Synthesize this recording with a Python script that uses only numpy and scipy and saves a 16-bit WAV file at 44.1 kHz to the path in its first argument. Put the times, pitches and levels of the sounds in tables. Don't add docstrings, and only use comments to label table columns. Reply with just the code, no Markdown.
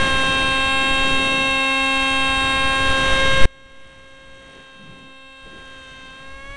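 import sys
import numpy as np
from scipy import signal
from scipy.io import wavfile
from scipy.ndimage import uniform_filter1d

SR = 44100
rng = np.random.default_rng(int(sys.argv[2]) if len(sys.argv) > 2 else 0)


def persist_wave(psi):
    counts = np.round(np.clip(psi, -1, 1) * 32767).astype(np.int16)
    wavfile.write(sys.argv[1], SR, np.atleast_2d(counts).T)


def nominal_scale(level):
    x = np.asarray(level, float) / 20
    return 10 ** x


N = 289296


def rms_one(x):
    return x / np.sqrt(np.mean(x ** 2) + 1e-20)


def in_time(rows):
    s, *columns = np.transpose(rows)
    return [np.interp(np.arange(N) / SR, s, c) for c in columns]


def swells(rows):
    s, half, *columns = np.transpose(rows)
    coarse = np.arange(0, N + 64, 64) / SR
    bells = np.exp(-((coarse[:, None] - s) / half) ** 2)
    return [np.interp(np.arange(N) / SR, coarse, bells @ c) for c in columns]


def drift(rate_hz):
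    r = np.exp(-40 * np.pi * rate_hz / SR)
    slow = signal.lfilter([1], [1, -2 * r, r * r], rng.standard_normal(N // 20 + 4002))[4000:]
    return np.interp(np.arange(N) / 20, np.arange(len(slow)), rms_one(slow))


def narrow_noise(rows, width_hz):
    hz, level_db = in_time(rows)
    turn = 2 * np.pi * np.cumsum(hz) / SR
    return nominal_scale(level_db) * (drift(width_hz) * np.cos(turn) + drift(width_hz) * np.sin(turn))


# [t/s, airspeed/dB, sideslip/dB, pull on the wing/dB]
FLIGHT_PATH = [(0.0, 2, 0.3, 4.5), (0.34, -1, 5.5, -1), (0.74, -4, -2.5, 1.5), (1.1, -2.0, -0.5, -1.5),
               (1.38, -3.5, -4, -4), (1.78, -4.0, -5, -1), (2.38, -3.5, -0.8, 3.5), (2.74, -1.5, 0.5, 6),
               (2.98, 2.5, 1.2, 2), (3.46, 5, -2, 1.5), (4.42, 5.5, -0.7, -3), (4.7, 2, 7, -0.5),
               (4.98, 1, 0.5, -3), (5.34, -1, -1, -4), (5.58, 2.4, 7, 1), (5.86, 4.5, 2, -5.5),
               (6.14, 1.1, 3, 0.5), (6.56, 4, -6.5, 9.5)]


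def flying():
    return in_time(FLIGHT_PATH)


# [t/s, f/Hz]
SHAFT_SPEED = [(0, 269), (.12, 266.5), (.55, 266.5), (.7, 267.7), (1.95, 268.1), (2.35, 267.4),
               (2.85, 267.9), (3.0, 267.1), (3.5, 268.1), (4.4, 268.1), (4.7, 266.3), (5.12, 265.8),
               (5.22, 266.7), (5.7, 266.4), (5.85, 263.8), (6.1, 263.9), (6.4, 271.6), (6.56, 280)]


def shaft_angle(airspeed_db):
    speed_hz = in_time(SHAFT_SPEED)[0] + .13 * nominal_scale(airspeed_db) * drift(6)
    return 2 * np.pi * np.cumsum(speed_hz) / SR


SHAFT_ORDERS = [*range(1, 17), *range(18, 23), *range(24, 41, 2)]
# [level/dB rms, gain per dB of airspeed, of sideslip, of pull]
ORDER_LEVELS = [(-33, 0.01, -0.18, -0.22), (-30, 1.04, -0.27, -0.21), (-37.5, -1.27, 0.077, 0.39),
                (-26.5, -0.07, 0.098, 0.27), (-42, -0.23, 0.5, 0.21), (-25.5, 0.56, 0.27, 0.18),
                (-47.5, -0.4, 0.18, 1), (-33.5, 0.56, -1.34, 0.2), (-45, -1.1, 0.46, 0.76),
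                (-26, -0.7, -0.026, -0.3), (-42.5, 0.53, -0.29, -0.54), (-30, 0.14, 0.31, -0.079),
                (-47.5, -0.2, 0.09, -0.04), (-29.5, -0.16, 0.17, -0.31), (-40.6, -0.02, 0.054, -0.11),
                (-50.2, -0.09, 0.52, 0.32), (-58, 0.7, -0.01, 0.26), (-61.5, 0.5, 0.29, 0.04),
                (-61.5, 1.5, -0.93, -0.05), (-49.5, 0.83, -0.21, -0.04), (-53, 1, 0.45, 0.04),
                (-54, 0.59, 0.19, 0.0), (-59.1, 1.2, -0.083, 0.26), (-59, 1.6, -0.39, -0.13),
                (-50.5, -0.5, 0.24, 0.4), (-50, -0.26, -0.11, 0.27), (-60.5, -1, -0.17, 0.47),
                (-56, 0.09, -0.06, 0.21), (-67, -3, 0.01, 0.01)]
# [level/dB rms, gain per dB of airspeed, of sideslip, of pull]
FIFTEENTH_ORDER = (-54.5, 0.5, .01, -0.1)
# [f/Hz, sharpness, sign]
AIRFRAME_MODES = [
    (2500, 5, 1),
    (3150, 10, 1),
    (3450, 10, -1),
]
LOWER_ORDER_BEATS = {"1": [(.53, 0.035, -3), (2.0, 0.32, 3.5), (3.3, 0.11, -5.5), (5.03, .07, 7),
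                     (5.5, .04, -9)], "2": [(.55, .06, 1), (1.45, 0.14, 1.5), (2.4, .06, -3),
                     (5.95, 0.22, -7)], "3": [(.1, .15, 0.5), (1.3, 0.18, -1.5), (2.5, 0.13, -1.5),
                     (3.0, .15, 3), (3.33, 0.083, -15), (5.7, .04, -8), (5.93, .05, -12)],
                     "6": [(.8, 0.17, 2), (1.3, .15, -1), (2.25, .15, -0.5), (5.0, .3, -2)],
                     "8": [(.29, .05, -13), (2.55, .1, 3), (2.98, .06, -5), (3.23, 0.064, 2),
                     (4.62, .05, 3), (4.75, .07, -5), (5.56, .08, -6), (6.0, .08, 4), (6.17, .06, -5)],
                     "12": [(.95, .25, 2.5), (1.65, 0.11, -1.5), (2.15, 0.22, 3), (6.33, 0.087, -9)],
                     "14": [(.8, .2, 0.5), (2.5, 0.23, 2.5), (3.3, 0.35, 3), (6.47, 0.1, -9)]}
UPPER_ORDER_BEATS = {"20": [(.22, .12, 8), (3.2, .1, 6), (4.0, .25, 6), (5.2, .3, 6), (6.3, .2, 6)],
                     "22": [(.25, 0.17, 3.5), (1.4, .15, 4), (2.1, .3, -3), (5.2, .4, -3)],
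                     "24": [(.75, 0.29, -7), (2.05, 0.27, 7), (2.47, 0.065, -10.5), (5.25, .2, -7),
                     (5.95, .2, 6)], "26": [(.55, .2, -4), (1.1, .1, 4), (5.1, .35, -7), (5.75, .15, 4.5)]}
CRUISE_HZ = 268


def propeller(angle, flight, rush_db, rough=0.0082, jitter_hz=70):
    shake = rough * nominal_scale(.8 * (rush_db + 31))
    beats = {**LOWER_ORDER_BEATS, **UPPER_ORDER_BEATS}
    levels = [*ORDER_LEVELS[:14], FIFTEENTH_ORDER, *ORDER_LEVELS[14:]]
    out = np.zeros(N)
    for order, (level_db, *follows) in zip(SHAFT_ORDERS, levels):
        odd = order % 2
        wander_db = (.2 + odd * min(order / 8, 1.3) + .6 * (order > 17)) * drift(1.5)
        level_db = level_db + wander_db + np.dot(follows, flight)
        if str(order) in beats:
            level_db += swells(beats[str(order)])[0]
        ratios = [(order * CRUISE_HZ / hz, q, sign) for hz, q, sign in AIRFRAME_MODES]
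        lag = sum(sign * np.arctan2(r / q, 1 - r ** 2) for r, q, sign in ratios)
        lag += odd * np.pi / 2
        turn = order * angle - lag + .01 * order * (1 + 4 * odd) * drift(1.2)
        tone = (1 + shake * drift(jitter_hz)) * np.cos(turn) + shake * drift(jitter_hz) * np.sin(turn)
        out += np.sqrt(2) * nominal_scale(level_db) * tone
    return out


# [middle t/s, half length/s, level/dB]
CONTROLLER_SWELLS = [
    (.45, 0.11, -5),
    (.8, .2, 3),
    (2.42, 0.13, 2.5),
    (2.65, .08, -4),
    (4.82, 0.059, -5),
]
SWITCHING_HZ, SWITCHING_DB = 7607, -47


def controller(angle):
    chop = 1 + 0.049 * np.cos(angle) + 0.062 * np.cos(12 * angle)
    level_db = SWITCHING_DB + swells(CONTROLLER_SWELLS)[0] + .5 * drift(3.6)
    return np.sqrt(2) * nominal_scale(level_db) * chop * np.cos(2 * np.pi * SWITCHING_HZ * np.arange(N) / SR)


# [level/dB, gain per dB of airspeed, of sideslip, of pull]
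AIR_LEVELS = [
    (-26, 1.24, 0.036, .52),
    (-32, 0.96, 0.59, -0.19),
    (-29.5, 0.62, 0.34, -0.049),
    (-42.5, 0.53, 0.047, -0.22),
]
# [middle t/s, half length/s, rumble level/dB, buffet level/dB, rush level/dB]
PASSING_EDDIES = [(.05, 0.045, -2, 6.5, 3), (.58, 0.17, 5, -0.5, 1), (.85, 0.079, -2, 5, 1.5),
                  (1.02, 0.056, -5, .1, 1), (1.25, 0.24, 0.5, 6.5, 1.5), (1.85, 0.29, -3, -10, 0.9),
                  (2.2, 0.14, 1.5, -2.5, 1.5), (2.57, 0.15, 2, 0.5, 1.3), (2.9, 0.04, 5, -3, 3),
                  (3.13, 0.12, -1, -2.5, 2.5), (3.45, 0.035, 6, 1.5, 5.5), (3.85, 0.16, 1.5, 4.5, 2.5),
                  (4.1, 0.33, 4, -2, 2), (4.54, 0.14, 0, 1.5, 4), (4.68, 0.074, -7, -4, -1),
                  (5.0, 0.12, 4.5, 11.5, 1), (5.2, 0.14, -2, -6, -2.5), (5.42, 0.11, 10, -10, .1),
                  (5.85, 0.16, 2, -6.5, 0.3), (6.2, .05, -4, 2, 1), (6.35, .06, 3, -3, -0.5)]
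# [middle t/s, half length/s, hiss level/dB]
LEADING_EDGE_HISS = [
    (1.1, .07, 1.5),
    (1.95, .15, 2),
    (5.9, 0.17, 0),
    (6.35, 0.11, -2),
]


def air_levels(flight):
    rumble, buffet, rush = swells(PASSING_EDDIES)
    eddies = [rumble, buffet, rush, rush + swells(LEADING_EDGE_HISS)[0]]
    return [db + eddy + np.dot(follows, flight) for (db, *follows), eddy in zip(AIR_LEVELS, eddies)]


# [f/Hz, level/dB]
PORT_COLOUR = [(12, 28.5), (35, 22.5), (150, 18), (400, 13), (1000, 5.5), (2200, 5.5), (3700, 2.5),
               (4500, -12), (5100, -4.5), (6000, 7), (7300, -3.5), (8700, 9.5), (9800, 0.5), (10900, 13.5)]


def airflow(angle, levels_db, shed=0.72, patchy_db=1.2):
    white = rng.standard_normal((2, N + SR))
    edges = 14 * 2 ** np.r_[np.arange(0, 8, 1 / 3), np.arange(8, 9.7, 1 / 8)]
    puffs = rms_one(np.exp(.75 * np.cos(2 * angle + shed)) * nominal_scale(1.3 * drift(150)))
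    colour_hz, colour = np.transpose(PORT_COLOUR)
    together, low, high = drift(13.0), 0, 0
    for k, (a, b) in enumerate(zip(edges, edges[1:])):
        hz = np.sqrt(a * b)
        band_pass = signal.butter(2, [a, b], "band", fs=SR, output="sos")
        band = signal.sosfilt(band_pass, white[k % 2])[SR:]
        place = np.interp(np.log(hz), np.log([55, 220, 900, 3700, 4700, 8000]), [0, 1, 2, 2, 2.5, 3])
        first = min(int(place), 2)
        level_db = levels_db[first] + (place - first) * (levels_db[first + 1] - levels_db[first])
        colour_db = np.interp(np.log(hz), np.log(colour_hz), colour)
        lumps_db = patchy_db * (together * max(1.6 - 0.97 * place, .2) + .5 * drift(9.8))
        low_shelf_db = -3.5 * np.clip(np.log2(160 / hz), 0, 1) - 3 * np.clip(np.log2(50 / hz), 0, 1)
        band = band * nominal_scale(level_db + colour_db + lumps_db + low_shelf_db)
        if hz < 5200:
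            low = low + band
        else:
            high = high + band
    return low + signal.sosfilt(signal.butter(10, 9600, fs=SR, output="sos"), puffs * high)


def heave(rumble_db):
    return nominal_scale(rumble_db + 2.5) * drift(1.8)


# [f/Hz, width/Hz, level over the rush/dB]
HUMMING_PANELS = [
    (2060, 90, -15.5),
    (3138, 110, -16),
    (4590, 240, -26.5),
]


def panels(rush_db):
    hum = sum(narrow_noise([(0, hz, db), (N / SR, hz, db)], width) for hz, width, db in HUMMING_PANELS)
    return nominal_scale(rush_db) * hum


# [loudest t/s, slide/Hz per s, level/dB]
EDGE_WHISTLES = [
    (0.269, -4500, -48),
    (2.74, 4803, -48),
    (5.541, 5504, -47),
]
WHISTLE_HZ, WHISTLE_WIDTH_HZ = 9060, 450
WHISTLE_HOLD_S, WHISTLE_FADE_S, WHISTLE_FADE_DB = .13, .22, -4


def whistle():
    away = np.array([-2, -1, -.5, .5, 1, 2]) * (WHISTLE_HOLD_S + WHISTLE_FADE_S)
    away[2:4] = -WHISTLE_HOLD_S, WHISTLE_HOLD_S
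    fade_db = WHISTLE_FADE_DB * np.array([8, 1, 0, 0, 1, 8])
    out = 0
    for s, slide, db in EDGE_WHISTLES:
        hz = np.clip(WHISTLE_HZ + slide * away, 8000, 10800)
        out = out + narrow_noise(np.c_[s + away, hz, db + fade_db], WHISTLE_WIDTH_HZ)
    return out


# [start t/s, length/s, pressure]
PORT_SHOVES = [
    (0.91, .04, .14),
    (1.0, .02, .13),
    (1.025, .06, -.08),
    (1.12, .07, .1),
    (3.125, .03, .22),
    (3.414, .06, -.36),
    (3.419, .007, .1),
    (3.426, .045, -.08),
    (3.448, .02, -.14),
    (3.66, .06, -.25),
]


def gusts():
    t = np.arange(N) / SR
    out = np.zeros(N)
    for start, length, pressure in PORT_SHOVES:
        out += pressure * (np.tanh((t - start) / .0015) - np.tanh((t - start - length) / .008)) / 2
    return out


# [t/s, f/Hz, level/dB]
FLOW_BURSTS = [
    (4.42, 444, -60),
    (4.48, 445.3, -28.5),
    (4.6, 453.5, -25),
    (4.68, 450, -60),
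    (5.44, 298, -60),
    (5.455, 303, -19.5),
    (5.5, 301, -27),
    (5.58, 304, -23),
    (5.63, 298, -60),
]


def bursts():
    return narrow_noise(FLOW_BURSTS, 170)


# [t/s, f/Hz, level/dB]
PANEL_FLUTTER = [
    (4.74, 210, -53),
    (4.8, 202, -21),
    (4.9, 142.5, -22),
    (5.03, 160.5, -30),
    (5.09, 193, -60),
]


def flutter():
    return narrow_noise(PANEL_FLUTTER, 45)


# [t/s, f/Hz, level/dB]
CANOPY_HISS = [
    (5.5, 4500, -65),
    (5.7, 4500, -46.5),
    (6.1, 4530, -43),
    (6.25, 4500, -65),
]


def canopy():
    return narrow_noise(CANOPY_HISS, 260)


def scene():
    flight = flying()
    angle = shaft_angle(flight[0])
    levels_db = air_levels(flight)
    rumble_db, rush_db = levels_db[0], levels_db[2]
    drive = propeller(angle, flight, rush_db) + controller(angle)
    air = airflow(angle, levels_db) + heave(rumble_db) + panels(rush_db) + whistle() + gusts()
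    air += bursts() + flutter() + canopy()
    return (drive + air)[None]


def roll_off(x):
    return signal.sosfilt(signal.butter(12, 10890, fs=SR, output="sos"), x)


GAIN_DROP_S, GAIN_DROP_DB, GAIN_RISE_DB_PER_S = 3.4551, -30, 3.3
CUTOFF_HZ = 10900


def record(dry):
    since = np.arange(N) / SR - GAIN_DROP_S
    gain_db = np.where(since < 0, 0, GAIN_DROP_DB + GAIN_RISE_DB_PER_S * since)
    gain = uniform_filter1d(nominal_scale(gain_db), 14)
    coupled = signal.lfilter(*signal.butter(1, 1.2, "high", fs=SR), dry)
    loud = 1.3 * np.tanh(coupled / 1.3) * gain
    cut = signal.sosfilt(signal.cheby2(12, 70, CUTOFF_HZ * 1.07, fs=SR, output="sos"), loud)
    return roll_off(cut)


dry = scene()
out = record(dry)
persist_wave(out)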